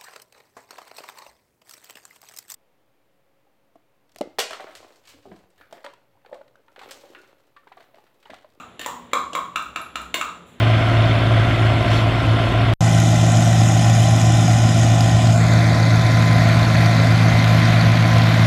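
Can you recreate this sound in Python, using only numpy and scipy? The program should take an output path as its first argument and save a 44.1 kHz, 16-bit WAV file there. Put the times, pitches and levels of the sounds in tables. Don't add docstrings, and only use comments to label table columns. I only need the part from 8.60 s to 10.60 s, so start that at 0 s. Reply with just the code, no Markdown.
import sys
import numpy as np
from scipy import signal
from scipy.fft import rfft, irfft, next_fast_len
from scipy.io import wavfile

SR = 44100
rng = np.random.default_rng(int(sys.argv[2]) if len(sys.argv) > 2 else 0)


def volts_from_db(level):
    exponent = np.asarray(level, float) / 20
    return 10 ** exponent


def put_to_file(sound):
    columns = np.atleast_2d(sound).T
    safe = np.clip(columns, -1, 1)
    whole_steps = np.round(safe * 32767)
    wavfile.write(sys.argv[1], SR, whole_steps.astype(np.int16))


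N = 88200
LEAD_S = 0.1
RISE_S = 0.00065

# t/s, level/dB, cavity f/Hz, overtone level/dB, wall level/dB
LOADED_TAPS = [(0.2609, -19.5, 947, -8, -6), (0.5328, -10, 1109, -6, -8), (0.7509, -13.5, 1101, -7, -11)]
# t/s, level/dB, cavity f/Hz, overtone level/dB, wall level/dB
CLEARED_TAPS = [(-.045, -24.5, 1273, -4, -2.5), (0.9583, -14, 1296, -3, -13), (1.1594, -18, 1301, -2, -7),
                (1.3559, -18.5, 1316, -3, -7.5), (1.6118, -14, 1268, -4, -14.5)]
# t/s, level/dB, main mode f/Hz, level of the other rim modes/dB, wall level/dB
RIM_KNOCKS = [
    (.1938, -29, 1786, 7.5, -1),
    (0.2137, -35, 1840, 11, -25),
    (.515, -40.5, 1950, -0.5, -52),
    (.7318, -41, 1940, 17.5, 13.5),
    (1.5415, -12, 2137, 6.5, -9),
]
# f/Hz, level/dB, t60/s
CLEARED_WALL = [(223.5, -4.5, 0.021), (310, -7, 0.12), (477, -8, 0.11), (658, -1.5, 0.036)]


def ring(modes, detune, contact_s):
    t = np.arange(2048) / SR
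    out = np.zeros(len(t))
    for (hz, db, t60), d in zip(modes, detune):
        tone = np.sin(2 * np.pi * hz * (1 + 0.008 * d) * t)
        out += volts_from_db(db) * tone * np.exp(-np.log(1000) * t / t60)
    release_s = 0.0023
    choke = np.exp(-np.maximum(t - contact_s, 0) / release_s)
    return out * (1 - np.exp(-t / RISE_S)) * choke


def cavity_taps(size):
    # multiple of its pitch, level/dB, t60/s
    loaded_cavity = [(.92, -12.5, 0.013), (1.1, -13, 0.024), (2.04, 6.5, 0.013), (2.4, -11, 0.032),
                     (3.04, -7.5, 0.042), (3.46, -5, 0.016)]
    cleared_cavity = [(.86, -16, 0.079), (1.14, -6.5, 0.016), (1.83, -1, 0.035), (2.12, -0.5, 0.041),
                      (2.71, -8, 0.021), (3.03, -12, 0.041)]
    # f/Hz, level/dB, t60/s
    loaded_wall = [(230, -19, 0.022), (334.3, 0, 0.032), (536, 3.5, 0.053), (776, 3.5, 0.019)]
    out = np.zeros(size)
    for taps, cavity, wall in ((LOADED_TAPS, loaded_cavity, loaded_wall),
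                               (CLEARED_TAPS, cleared_cavity, CLEARED_WALL)):
        for s, db, hz, over_db, wall_db in taps:
            modes = [(hz, 0, 0.04)]
            for k, (multiple, level, t60) in enumerate(cavity):
                modes.append((hz * multiple, level + over_db * (k > 1), t60))
            modes += [(f, level + wall_db, t60) for f, level, t60 in wall]
            add(out, s, volts_from_db(db) * ring(modes, rng.standard_normal(11), contact_s=0.0029))
    return out


def rim_knocks(size):
    # f/Hz, level/dB, t60/s
    rim = [(1062, -21.5, 0.09), (1603, -13.5, .02), (2928, -5.5, 0.018), (3100, -9, 0.013),
           (3620, -11.5, 0.018), (4290, -17.5, 0.017)]
    out = np.zeros(size)
    for s, db, hz, others_db, wall_db in RIM_KNOCKS:
        modes = [(hz, 0, 0.025)]
        modes += [(f, level + others_db, t60) for f, level, t60 in rim]
        modes += [(f, level + wall_db, t60) for f, level, t60 in CLEARED_WALL]
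        add(out, s, volts_from_db(db) * ring(modes, 3 * rng.standard_normal(11), contact_s=0.0066))
    return out


def spoon(size):
    # level/dB, centre f/Hz, width/octaves
    contact_ticks = [(-32, 3000, 2.1), (-29, 3260, 1.4), (-36.5, 6200, 1.14), (-43, 4900, 1.5),
                     (-33.5, 3360, 1.3), (-37.5, 3300, 1.3), (-35, 2650, 1.42), (-36, 5600, 0.94),
                     (-39.5, 2500, 2.2), (-41, 7000, 2.6), (-66, 13000, 2.8), (-39, 3700, 0.97),
                     (-29.5, 6400, 1.2)]
    # t/s, level/dB, centre f/Hz, width/octaves
    strays = [(0.273, -56, 9000, 1.9), (1.023, -50, 9050, 0.72), (1.215, -44, 10900, 0.12),
              (1.416, -48.5, 9400, 0.5), (1.558, -43, 7000, 1.6)]
    hits = [*LOADED_TAPS, *CLEARED_TAPS, *RIM_KNOCKS]
    ticks = [(hit[0], *tick) for hit, tick in zip(hits, contact_ticks)]
    out, t = np.zeros(size), np.arange(256) / SR
    tick_s = 0.004
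    fade = np.exp(-(t / tick_s) ** 2) * (1 - np.exp(-t / RISE_S))
    for s, db, hz, octaves in [*ticks, *strays]:
        chatter = rng.standard_normal(256) * fade
        chatter = irfft(np.exp(1j * np.angle(rfft(chatter))))
        chatter = unit(chatter * fade) * fade.mean() ** 0.5
        band = bell(hz, octaves)[:1024]
        band = band / np.sqrt(np.sum(band ** 2))
        add(out, s, volts_from_db(db) * np.convolve(chatter, band))
    return out


def scrape(size):
    # t/s, length/s, level/dB, centre f/Hz
    scrapes = [
        (.197, 0.073, -41.5, 2530),
        (.734, 0.018, -42.5, 2880),
        (1.551, 0.046, -38.5, 3030),
        (1.86, 0.11, -70.5, 8800),
    ]
    slips_per_s, spread_db = 900, 4.5
    out, t = np.zeros(size), np.arange(8192) / SR
    for s, length, db, hz in scrapes:
        timing, side, force = rng.random((3, 8192))
        slips = (timing < slips_per_s / SR) * np.sign(side - 0.5)
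        slips = slips * volts_from_db(-spread_db * np.log(force + 1e-6))
        drag = unit(np.convolve(slips, bell(hz, 0.67)[:512]))[:8192]
        add(out, s, volts_from_db(db) * drag * np.clip(1 - t / length, 0, 1) ** 0.5)
    return out


def kitchen():
    # f/Hz, t60/s
    room_t60 = [(150, 1), (500, 0.44), (1200, 0.47), (2500, 0.39), (5000, 0.47), (8000, 0.47),
                (12000, 0.29), (16000, 0.44)]
    # f/Hz, level/dB
    room_colour = [(150, -5), (500, -4), (1200, 4), (2500, -7), (5000, -3), (8000, -6.5), (12000, -7),
                   (16000, 1)]
    # f/Hz, time/s
    room_fill = [(300, 0.014), (1100, 0.014), (2500, 0.004), (8000, 0.0049)]
    room_db, gap_s = -25.5, 0.00067
    early_db, early_s = 1.5, 0.0061
    t = np.arange(SR) / SR
    noise, tail = rng.standard_normal(SR), 0
    for hz in 100 * 2 ** (np.arange(16) / 2):
        band = shape(noise, lambda f: 20 * np.log10(
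            1e-6 + np.clip(1 - 2 * abs(np.log2((f + 1) / hz)), 0, 1)))
        decay = volts_from_db(on_log(room_colour, hz) - 60 * t / on_log(room_t60, hz))
        build = 1 - np.exp(-np.maximum(t - gap_s, 0) / on_log(room_fill, hz))
        early = volts_from_db(early_db) * np.exp(-t / early_s) * (t > gap_s) * min(hz / 2000, 1)
        tail = tail + band * decay * (build + early)
    return volts_from_db(room_db) * tail


def floor():
    # f/Hz, level/dB
    room_noise = [(30, -64), (70, 5), (200, 5), (500, 5), (1200, -4), (3500, -8.5), (5000, -25),
                  (16000, -46)]
    # f/Hz, level/dB, width/Hz
    hum = [(63, -64, 23), (113, -70, 4.7), (176, -60.5, 21), (242, -57.5, 4), (11200, -80, 120),
           (10050, -83, 60)]
    # centre t/s, length/s, f/Hz, level/dB
    drones = [(.67, 0.083, 66, -51.5), (0.86, 0.27, 173.5, -48), (1.11, 0.1, 62, -53),
              (1.45, 0.21, 63, -47.5), (1.49, 0.1, 176.3, -47), (1.657, .1, 64.7, -54),
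              (1.78, 0.23, 176, -51.5)]
    t = np.arange(N) / SR
    out = volts_from_db(-51) * unit(shape(rng.standard_normal(N), lambda f: on_log(room_noise, f)))
    for hz, db, width_hz in hum:
        waver = shape(rng.standard_normal(N), lambda f: -20 * np.log10(1 + (2 * (f - hz) / width_hz) ** 2))
        out = out + volts_from_db(db) * unit(waver)
    for s, length, hz, db in drones:
        swell = np.exp(-(2 * (t - s) / length) ** 4)
        out = out + volts_from_db(db) * np.sin(2 * np.pi * hz * t) * swell
    return out


def add(out, s, x):
    i = int(round((s + LEAD_S) * SR))
    out[i:i + len(x)] += x[:len(out) - i]


def unit(x):
    return x / np.sqrt(np.mean(x ** 2))


def on_log(table, hz):
    f, value = np.transpose(table)
    return np.interp(np.log(hz + 1), np.log(f), value)


def shape(x, db_of_hz):
    size = next_fast_len(len(x) + 4096)
    gain = volts_from_db(db_of_hz(np.arange(size // 2 + 1) * SR / size))
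    return irfft(rfft(x, size) * gain, size)[:len(x)]


def causal(db_of_hz):
    c = irfft(np.log(volts_from_db(db_of_hz(np.arange(1025) * SR / 2048))))
    c[1:1024] *= 2
    c[1025:] = 0
    return irfft(np.exp(rfft(c)))


def bell(hz, octaves):
    return causal(lambda f: np.maximum(-6 * (np.log2((f + 1) / hz) / octaves) ** 2, -80))


def scene():
    lead = int(LEAD_S * SR)
    size = N + lead
    hits = spoon(size) - cavity_taps(size) - rim_knocks(size) + scrape(size)
    half_low_cut_hz = 152
    low_cut = signal.butter(2, 2 * half_low_cut_hz, "high", fs=SR, output="sos")
    taps = signal.sosfilt(low_cut, hits)
    sway_turns = 0.52
    place = 2 * np.pi * sway_turns * np.arange(size) / size
    wet = signal.fftconvolve(taps * np.cos(place), kitchen())
    wet = wet + signal.fftconvolve(taps * np.sin(place), kitchen())
    direct_db = 1
    return (volts_from_db(direct_db) * taps[lead:] + wet[lead:size] + floor())[None]


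def band_limit(x):
    return signal.sosfilt(signal.butter(12, 16800, fs=SR, output="sos"), x)


def record(dry):
    # f/Hz, width/Hz, level/dB
    mic = [(3790, 935, 4), (4930, 1080, -5), (7265, 1044, 14), (12170, 250, 6.5), (12300, 460, -3.5),
           (15330, 450, 8)]
    top_hz, top_db = 15600, -28

    def colour(f):
        peaks = sum(db / (1 + (2 * (f - hz) / width_hz) ** 2) for hz, width_hz, db in mic)
        return peaks + top_db * np.clip((f - top_hz) / 150, 0, 1)

    mix = signal.fftconvolve(dry[0], causal(colour))[None, :N]
    return band_limit(mix)


dry = scene()
out = record(dry)
put_to_file(out)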